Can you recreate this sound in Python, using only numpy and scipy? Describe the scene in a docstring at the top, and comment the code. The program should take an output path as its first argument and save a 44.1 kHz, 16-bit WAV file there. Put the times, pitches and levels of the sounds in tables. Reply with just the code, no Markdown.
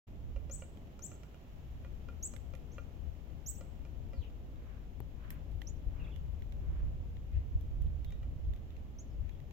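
"""A snowy wood: from the start, wind rumbles on the microphone's ports over a soft hush of air.
Almost at once a small woodpecker knocks on a dead limb, birds give thin, rising chirps that scatter
among the trunks, and snow grains tick on the microphone. From four seconds on, far birds whistle
among soft rustles; at five a clump of snow bumps the casing. The breeze freshens, claws scratch
on bark, and two faint pecks and a last chirp follow as the wind eases."""
import sys
import numpy as np
from scipy import signal
from scipy.fft import rfft, irfft
from scipy.io import wavfile
from scipy.ndimage import uniform_filter1d

SR = 44100
rng = np.random.default_rng(int(sys.argv[2]) if len(sys.argv) > 2 else 0)


def generate_wav(sig):
    """Save sig (samples, or channels by samples) to the path in sys.argv[1] as 16-bit PCM at SR."""
    pcm = np.round(np.clip(np.atleast_2d(sig).T, -1, 1) * 32767).astype(np.int16)
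    wavfile.write(sys.argv[1], SR, pcm)


N = 419832
T = np.arange(N) / SR


def undb(db):
    """Decibels to gain."""
    return 10 ** (np.asarray(db) / 20)


def unit(x):
    """Scale to rms 1."""
    return x / np.sqrt(np.mean(x ** 2))


def automation(rows):
    """Join (t/s, value, ..) breakpoints by straight lines, one curve per value column."""
    s, *columns = np.transpose(rows)
    return [np.interp(T, s, column) for column in columns]


def eq(x, points):
    """Shape x with an EQ curve of (f/Hz, gain/dB) points."""
    hz, db = np.transpose(points)
    f = np.maximum(np.fft.rfftfreq(x.shape[-1], 1 / SR), 1)
    return irfft(rfft(x) * undb(np.interp(np.log(f), np.log(hz), db)), x.shape[-1])


def drift(rate_hz, size):
    """Smooth random modulation with a spread near 1."""
    k = max(int(SR / rate_hz), 1)
    held = np.repeat(rng.standard_normal(size // k + 1), k)
    return np.sqrt(2) * uniform_filter1d(uniform_filter1d(held, k), k)[:size]


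def add(out, s, sound, pan_db):
    """Mix a sound in at time s; pan is always left minus right."""
    i = max(int(s * SR), 0)
    both = sound * undb(np.array([[pan_db], [-pan_db]]) / 2)
    out[:, i:i + both.shape[1]] += both[:, :N - i]


def decay(t, t60):
    """Exponential decay, 60 dB down after t60."""
    return np.exp(-np.log(1000) * t / t60)


def ring(modes, t, detune, stretch):
    """One decaying sine per mode, with random detuning and polarity at every hit."""
    hz, db, t60 = np.transpose(modes)[:, :, None]
    hz = hz * (1 + detune * rng.standard_normal(hz.shape))
    return undb(db) * decay(t, t60 * stretch) * np.sin(2 * np.pi * hz * t) * rng.choice([-1, 1], hz.shape)


def stereo_noise(correlation):
    """Mid/side white noise; more correlation narrows the image."""
    mid, side = rng.standard_normal((2, N))
    return np.sqrt(1 + correlation) * mid + np.sqrt(1 - correlation) * side * np.array([[1], [-1]])


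def off_axis(x, samples):
    """Sound from one side reaches the left port a few samples late."""
    return np.array([np.roll(x[0], samples), x[1]])


def trunks(x, t60, wet_db, lumpy_db, build_s):
    """Reverb return of many trunks: uneven echoes, unrelated left and right, that build and die away."""
    t = np.arange(SR // 2) / SR
    lumps = undb(lumpy_db * np.array([drift(250, len(t)), drift(250, len(t))]))
    echoes = rng.standard_normal((2, len(t))) * lumps
    echoes *= decay(t, t60) * (1 - np.exp(-t / build_s))
    echoes *= undb(wet_db) / np.sqrt(np.sum(echoes ** 2, axis=1, keepdims=True))
    return signal.fftconvolve(x.mean(0)[None], echoes, axes=1)[:, :N]


def rub(half_s, band, grain_db):
    """Grainy noise that swells for half_s and sinks for as long."""
    u = np.linspace(-1, 1, int(2 * half_s * SR))
    noise = unit(eq(rng.standard_normal((2, len(u))), band))
    return noise * undb(grain_db * drift(200, len(u))) * np.cos(np.pi * u / 2) ** 2


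# tone of the air bed: f/Hz, gain/dB
HUSH_EQ = [(30, 1.5), (140, -0.5), (250, -3.5), (400, -10.5), (650, -14), (1000, -23), (1600, -29.5),
           (3000, -29), (4500, -39), (7300, -39.5), (8300, -54.5), (10800, -47.5), (12500, -40.5),
           (16000, -42.5)]
# fader ride on the whole bed: t/s, level/dB
HUSH_RIDE = [(0.1, -53.5), (1.4, -54), (3.9, -53), (4.8, -54), (6.1, -53), (7.4, -54), (9.5, -54)]
# trim of the hiss against the murmur: t/s, gain/dB
HISS_TRIM = [(0.1, 0.5), (1.4, 3), (3.9, 1), (4.6, 1), (7, 1), (9.5, 0.5)]


def hush(sway_db=1.0, split_hz=800, hiss_pan_db=-2):
    """Air moving through the bare wood: a deep, centred murmur under a wide, smooth hiss."""
    murmur = signal.sosfilt(signal.butter(2, split_hz, fs=SR, output="sos"), stereo_noise(0.85))
    hiss = signal.sosfilt(signal.butter(2, split_hz, "high", fs=SR, output="sos"), stereo_noise(0.0084))
    murmur *= undb(sway_db * drift(8.2, N))
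    hiss *= undb(automation(HISS_TRIM)[0] + np.array([[hiss_pan_db], [-hiss_pan_db]]) / 2)
    bed = unit(eq(off_axis(murmur, samples=12) + hiss, HUSH_EQ))
    return bed * undb(automation(HUSH_RIDE)[0])


# tone of the buffeting: f/Hz, gain/dB
RUMBLE_EQ = [(12, -12.5), (25, -2), (42, -2), (52, 5), (64, 1.5), (80, 1.5), (105, -11), (150, -11.5),
             (200, -39.5), (300, -48), (600, -50.5), (2000, -106)]
# the breeze, with an early lull and freshening later: t/s, level/dB, pan/dB
BREEZE = [(0.1, -48.5, -1), (0.52, -44, -7), (0.72, -52.5, -1), (1.47, -56.5, -2), (1.65, -46.5, 4.5),
          (3.1, -52.5, 13.5), (3.45, -54.5, 18), (4.0, -44.5, 10), (4.45, -49, 4), (5.4, -47, 9),
          (6.35, -42, 9.5), (6.7, -38.5, 1), (7.25, -43.5, -2), (8.25, -40, -3.5), (8.75, -47, -3),
          (9.5, -49.5, 9)]
# gusts riding on the breeze: crest t/s, length/s, lift/dB
GUSTS = [(0.37, 0.037, 11), (3.06, 0.14, 7), (4.196, 0.037, 13), (5.547, 0.085, 8), (5.879, 0.025, 13),
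         (6.694, 0.052, 8), (6.843, 0.11, 8.5), (7.376, 0.074, 16.5), (7.561, 0.03, 15.5),
         (7.84, 0.15, 11.5), (8.494, 0.11, 12), (9.206, 0.15, 10)]


def wind(trim_db=1, leveller_s=0.04, deep_hz=105, eddy_db=1.5, upper_share=.45):
    """Eddies buffet each port in their own way; the breeze sets how hard, and gusts lift the lows most."""
    rumble = off_axis(eq(stereo_noise(0.39), RUMBLE_EQ), samples=16)
    # level the turbulence so that its swells follow the gusts
    rumble /= np.sqrt(uniform_filter1d(np.mean(rumble ** 2, axis=0), int(leveller_s * SR)))
    deep = signal.sosfiltfilt(signal.butter(3, deep_hz, fs=SR, output="sos"), rumble)
    breeze_db, pan_db = automation(BREEZE)
    gusts_db = sum(lift_db * np.exp(-(2 * (T - s) / length) ** 2) for s, length, lift_db in GUSTS)
    gusty = deep * undb(gusts_db) + (rumble - deep) * undb(upper_share * gusts_db)
    eddies = np.array([drift(16, N), drift(14, N)])
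    return gusty * undb(breeze_db + trim_db + eddy_db * eddies + np.array([pan_db, -pan_db]) / 2)


# modes of the dead limb, before each hit weights and stretches them: f/Hz, level/dB, t60/s
LIMB_MODES = [(551, -4, 0.073), (712, -17.5, 0.11), (960, -9, 0.017), (1180, -2.5, 0.02), (1307, -9, 0.04),
              (1405, -6, 0.088), (1940, -3.5, 0.028), (2395, -4, 0.065), (2610, -11, 0.022),
              (2790, -3.5, 0.032), (3160, -7.5, 0.024), (4100, -12, 0.026), (5260, -9, 0.0085)]
# beak hits: t/s, thud/dB, hollow knock/dB, bark/dB, splinter/dB, ring stretch/factor, favoured f/Hz
PECKS = [(0.3615, -55, -74, -71.5, -70, 1.2, 2800), (0.497, -56.5, -70.5, -73.5, -64, 1.4, 1960),
         (0.621, -54, -62.5, -63.5, -74, 0.67, 2850), (0.992, -67, -67, -76, -60, 0.72, 1160),
         (1.1162, -65, -67.5, -70.5, -70, 0.78, 734), (1.2332, -67, -68.5, -72.5, -64, .7, 1960),
         (1.344, -63.5, -71, -74, -72, 0.58, 2780), (1.847, -61, -67.5, -70.5, -74, 0.95, 1960),
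         (2.086, -61, -61.5, -68.5, -70, 0.89, 1390), (2.337, -61, -67, -72, -56, 0.69, 1160),
         (2.537, -57, -67, -73, -68, 0.83, 2400), (2.782, -55.5, -60.5, -63.5, -68, 1.05, 1340),
         (3.61, -56.5, -68, -73, -63, 1.05, 1960), (3.851, -60, -72, -74.5, -68, 0.68, 2400),
         (4.133, -60, -73, -75, -74, 1.8, 1960), (8.122, -71, -78, -71, -65.5, 0.9, 1960),
         (8.23, -68, -76, -74.5, -72, 1.3, 1980)]


def pecks(ring_db=13, crack_db=5.5, crumbs_db=-24, contact_s=0.00013, spot_db=5, spot_width_hz=150):
    """Each hit rings the limb and cracks bark; the spot struck sets which modes speak and for how long."""
    out, t = np.zeros((2, N)), np.arange(SR // 5) / SR
    zones_hz, modes_hz = [556, 1400, 1950, 2800, 5000], np.array(LIMB_MODES)[:, 0]
    attack = 1 - np.exp(-t / contact_s)  # soft, rotten wood yields for a moment under the beak
    crack = undb(crack_db) * (decay(t, t60=.022) + undb(crumbs_db) * decay(t, t60=.13))
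    for s, thud_db, knock_db, bark_db, splinter_db, stretch, spot_hz in PECKS:
        zones_db = [thud_db, knock_db, bark_db, bark_db, splinter_db]
        favoured_db = spot_db * np.exp(-((modes_hz - spot_hz) / spot_width_hz) ** 2)
        modes_db = np.interp(np.log(modes_hz), np.log(zones_hz), zones_db) + favoured_db + ring_db
        wood = undb(modes_db) @ ring(LIMB_MODES, t, detune=.014, stretch=stretch)
        top_end = [(6500, splinter_db + 5), (9000, splinter_db - 10)]
        bark = eq(rng.standard_normal((2, len(t))), [(150, thud_db), *zip(zones_hz, zones_db), *top_end])
        add(out, s, attack * (wood + bark * crack), pan_db=-4.5)
    return off_axis(out, samples=2) + trunks(out, t60=0.25, wet_db=-7, lumpy_db=3, build_s=0.0013)


# pitch and level envelope of a chirp's rise: time/share of rise, pitch/share of span, gain/dB
CHIRP_SHAPE = [(0, 0, -7), (.14, .34, -2), (.4, .56, -3), (.64, .79, -3), (.83, .88, -5), (.93, .96, -8),
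               (1, 1, -11)]
# tone of what the trunks send back: f/Hz, gain/dB
ECHO_EQ = [(5500, 7.5), (7000, -3.5), (8300, -1), (12000, 8), (16000, -7)]
# chirp cues: t/s, rise/s, start f/Hz, top f/Hz, level/dB, swell/dB, overtone/dB, echo send/dB, pan/dB
CHIRPS = [(0.5103, 0.047, 5660, 8270, -48.5, 9.5, -18, -2, 14),
          (1.0192, 0.043, 5400, 7880, -46.5, 18, -16, -6.5, 9.5),
          (2.2255, 0.045, 5660, 8120, -37.5, 7, -17, -14, 0.5),
          (2.716, 0.036, 5400, 7420, -66.5, -3, -22, -5, 0),
          (3.461, 0.047, 5380, 8090, -41.5, 10.5, -8, -8.5, -8),
          (5.67, 0.035, 5220, 7280, -52, -9, -28, -22.5, -6),
          (8.9853, 0.032, 5340, 7270, -55, -6, -41, -17.5, -3)]


def chirps(flick_s=0.0073, flick_hz=2150, flick_db=-8, attack_s=0.0022,
           waver=0.0073, flutter_db=1.0, rasp_db=-25, overtone_swell_db=4):
    """A slightly raspy whistle leaps up, climbs more slowly, then flicks down as the syrinx lets go."""
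    out, send = np.zeros((2, 2, N))
    when, climb, contour_db = np.transpose(CHIRP_SHAPE)
    for s, rise, start_hz, top_hz, db, swell_db, overtone_db, send_db, pan_db in CHIRPS:
        t = np.arange(int((rise + flick_s) * SR)) / SR
        up, down = np.minimum(t / rise, 1), np.maximum(t - rise, 0) / flick_s
        hz = start_hz + (top_hz - start_hz) * np.interp(up, when, climb) - flick_hz * down
        phase = 2 * np.pi * np.cumsum(hz * (1 + waver * drift(370, len(t)))) / SR
        gate = np.clip(t / attack_s, 0, 1) * np.clip((1 - down) * 4, 0, 1)
        envelope_db = np.interp(up, when, contour_db) + swell_db * (t / rise - .5) + flick_db * down
        gain = undb(db + envelope_db + flutter_db * drift(206, len(t)))
        rasp = 1 + undb(rasp_db) * drift(600, len(t))
        overtone = undb(overtone_db + overtone_swell_db * (up - 1)) * np.sin(2 * phase)
        note = np.sqrt(2) * gate * gain * rasp * (np.sin(phase) + overtone)
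        add(out, s, note, pan_db)
        add(send, s, note * undb(send_db), pan_db=0)  # a bird farther off or facing away is wetter
    twigs = trunks(out, t60=0.12, wet_db=-11.5, lumpy_db=2, build_s=0.005)
    wood = trunks(eq(send, ECHO_EQ), t60=0.4, wet_db=1.0, lumpy_db=5, build_s=.014)
    return off_axis(out, samples=7) + twigs + wood


# tone of the casing's dull knock: f/Hz, gain/dB
CASING_EQ = [(200, -35.5), (800, 13), (1400, 1.5), (1950, 20.5), (2400, 10.5), (3400, 15), (5000, -1),
             (7200, 3), (8500, -39), (16000, -55)]
# tone of a grain's sizzle: f/Hz, gain/dB
SIZZLE_EQ = [(1000, -8), (4000, -13), (7000, -10), (9500, -10), (12500, 1), (15000, -1), (17000, -36.5)]
# larger grains hitting the microphone: t/s, knock/dB, sizzle/dB, pan/dB, ring f/Hz
GRAINS = [(0.772, -76, -76, -4, 2800), (2.364, -70.5, -62, -11, 2010), (2.5515, -72, -63, -10, 1700),
          (5.3045, -65.5, -43.5, 0.5, 1850), (5.5157, -84, -69, -10, 2000), (5.6174, -62.5, -58, -4, 2000),
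          (6.1609, -77, -72, -17, 2780), (6.4214, -75.5, -75, -12, 3200), (6.5225, -73, -68, -9, 1400),
          (7.168, -73, -90, -1, 2780), (7.6104, -84, -66, 9, 2800), (7.8203, -81, -65, -13, 2800),
          (8.0465, -73, -64, -10, 3500), (8.1052, -76, -69, -5, 2100), (8.5358, -76, -68, -9.5, 2800),
          (8.561, -78, -73, -8, 3400), (8.705, -77, -78, -7, 2800), (8.766, -74, -76, -5, 2600),
          (9.293, -74, -69, -9, 2200), (9.4015, -77, -72, -8, 4800), (9.509, -74, -76, -6, 2300)]


def snow_grains(knock_trim_db=15, sizzle_trim_db=19, fine_db=-90, fine_count=45, landing_s=.0005):
    """Icy grains snap on the casing and crumble; finer ones land at random between them."""
    out, t = np.zeros((2, N)), np.arange(SR // 8) / SR
    fine = [(when * N / SR, fine_db + 8 * weight, fine_db + 12 * bite ** 2, 10 * (side - .5), 2800)
            for when, weight, bite, side in rng.random((fine_count, 4))]
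    for s, knock_db, sizzle_db, pan_db, ring_hz in [*GRAINS, *fine]:
        crumbs = undb(-26 + 1.5 * drift(900, len(t))) * decay(t, t60=.18)  # a quiet, uneven trickle
        force = rng.standard_normal((2, len(t))) * (1 - np.exp(-t / landing_s))
        knock = eq(force * (decay(t, t60=.011) + crumbs), CASING_EQ)
        knock = eq(knock, [(ring_hz * 0.88, 0), (ring_hz, 4), (ring_hz * 1.7, 0)])  # the spot rings
        sizzle = eq(force * (decay(t, t60=.0045) + crumbs), SIZZLE_EQ)
        grain = undb(knock_db + knock_trim_db) * knock + undb(sizzle_db + sizzle_trim_db) * sizzle
        add(out, s, grain * (1 - t / t[-1]), pan_db)
    return out


# distant whistles, one glide a row: t/s, length/s, start f/Hz, middle f/Hz, end f/Hz, level/dB, dry/dB
WHISTLES = [(4.061, 0.11, 924, 924, 957, -63.5, -2), (4.112, 0.12, 5500, 4180, 3720, -72, -6),
            (4.215, 0.025, 3680, 2940, 2170, -58, -5), (5.978, 0.024, 2370, 2440, 2680, -68, -1),
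            (5.994, 0.037, 2920, 2665, 2500, -60, -1), (6.041, 0.018, 3680, 3380, 3380, -64, 0),
            (6.06, 0.033, 1930, 2580, 2840, -62.5, -0.5), (6.111, 0.029, 3440, 3390, 3410, -63, -1),
            (6.118, .03, 3210, 2930, 2820, -66, 0), (8.04, 0.13, 3690, 3660, 3770, -70, -3),
            (8.06, .035, 3630, 3200, 3450, -69, -3), (9.088, 0.053, 5650, 5140, 4300, -80, -3),
            (9.314, 0.015, 3180, 3300, 3300, -71, 0)]


def far_birds(waver=0.013):
    """Slurred whistles from far off, blurred by their echoes; some birds are hidden behind trunks."""
    send, direct = np.zeros((2, 2, N))
    for s, length, start_hz, middle_hz, end_hz, db, dry_db in WHISTLES:
        u = np.linspace(0, 1, int(length * SR))
        hz = np.interp(u, [0, .5, 1], [start_hz, middle_hz, end_hz]) * (1 + waver * drift(500, len(u)))
        envelope = undb(db) * np.sqrt(np.abs(np.sin(np.pi * u)))
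        note = envelope * np.sin(2 * np.pi * np.cumsum(hz) / SR)
        add(send, s, note, pan_db=0)
        add(direct, s, undb(dry_db) * note, pan_db=-2)
    early = trunks(send, t60=0.051, wet_db=-5, lumpy_db=5, build_s=0.0028)
    tail = trunks(send, t60=0.25, wet_db=-1, lumpy_db=3.5, build_s=0.0076)
    return direct + early + tail


# background rustles: crest t/s, half length/s, band f/Hz, level/dB
RUSTLES = [(4.708, 0.26, 1550, -69), (5.294, 0.19, 1510, -64), (6.019, 0.17, 1360, -65.5),
           (6.758, 0.24, 1480, -67.5), (8.745, 0.09, 2400, -83)]


def rustles():
    """Soft, diffuse rustles swell and sink some way off."""
    out = np.zeros((2, N))
    for s, half_s, hz, db in RUSTLES:
        band = [(hz * 0.56, -30), (hz * 0.64, 0), (hz, -2), (hz * 1.96, -11),
                (hz * 3.4, -30), (hz * 6, -50)]
        add(out, s - half_s, undb(db) * rub(half_s, band, grain_db=1), pan_db=-2)
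    return out


# low modes of the casing: f/Hz, level/dB, t60/s
CASING_MODES = [(94, 8.5, 0.073), (240, -10, .025), (415, 3, 0.016), (780, -5, 0.021), (1170, -16, .016)]


def snow_clump(at_s=5.0038, thump_db=-47.5, snap_db=-53.5):
    """A heavier clump of snow lands on the casing: a crisp snap layered over a dull thump."""
    out, t = np.zeros((2, N)), np.arange(SR // 10) / SR
    thump = ring(CASING_MODES, t, detune=.01, stretch=1.0).sum(0)
    burst = rng.standard_normal((2, len(t))) * decay(t, t60=0.0064)
    snap = eq(burst, [(1000, 11), (4000, 1), (7000, -7), (9500, -19), (12500, 4), (16000, -5)])
    add(out, at_s, undb(thump_db) * thump + undb(snap_db) * snap * (1 - t / t[-1]), pan_db=20)
    return out


# claw scrapes: crest t/s, half length/s, level/dB
SCRATCHES = [(7.355, 0.05, -66.5), (8.731, 0.13, -80), (9.276, .08, -74)]


def claws():
    """Claws scrape briefly over the bark, and the trunks add a tail."""
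    out = np.zeros((2, N))
    band = [(1000, -25), (1900, -1), (2700, -2), (3300, -13), (4700, -17), (7000, -37)]
    for s, half_s, db in SCRATCHES:
        add(out, s - half_s, undb(db) * rub(half_s, band, grain_db=1.5), pan_db=-4)
    return out + trunks(out, t60=0.5, wet_db=-1, lumpy_db=0, build_s=.01)


def scene():
    """The mix: a bed of air and wind under the birds, snow and rustles."""
    bed = hush() + wind()
    return bed + pecks() + chirps() + snow_grains() + far_birds() + rustles() + snow_clump() + claws()


def record(dry):
    """The master: a moment of silence, a quick fade-in and a steep high cut."""
    start_s, fade_s, cutoff_hz = .068, .01, 15850
    fade_in = np.clip((T - start_s) / fade_s, 0, 1)
    return signal.sosfilt(signal.ellip(10, .2, 70, cutoff_hz, fs=SR, output="sos"), dry * fade_in)


dry = scene()
out = record(dry)
generate_wav(out)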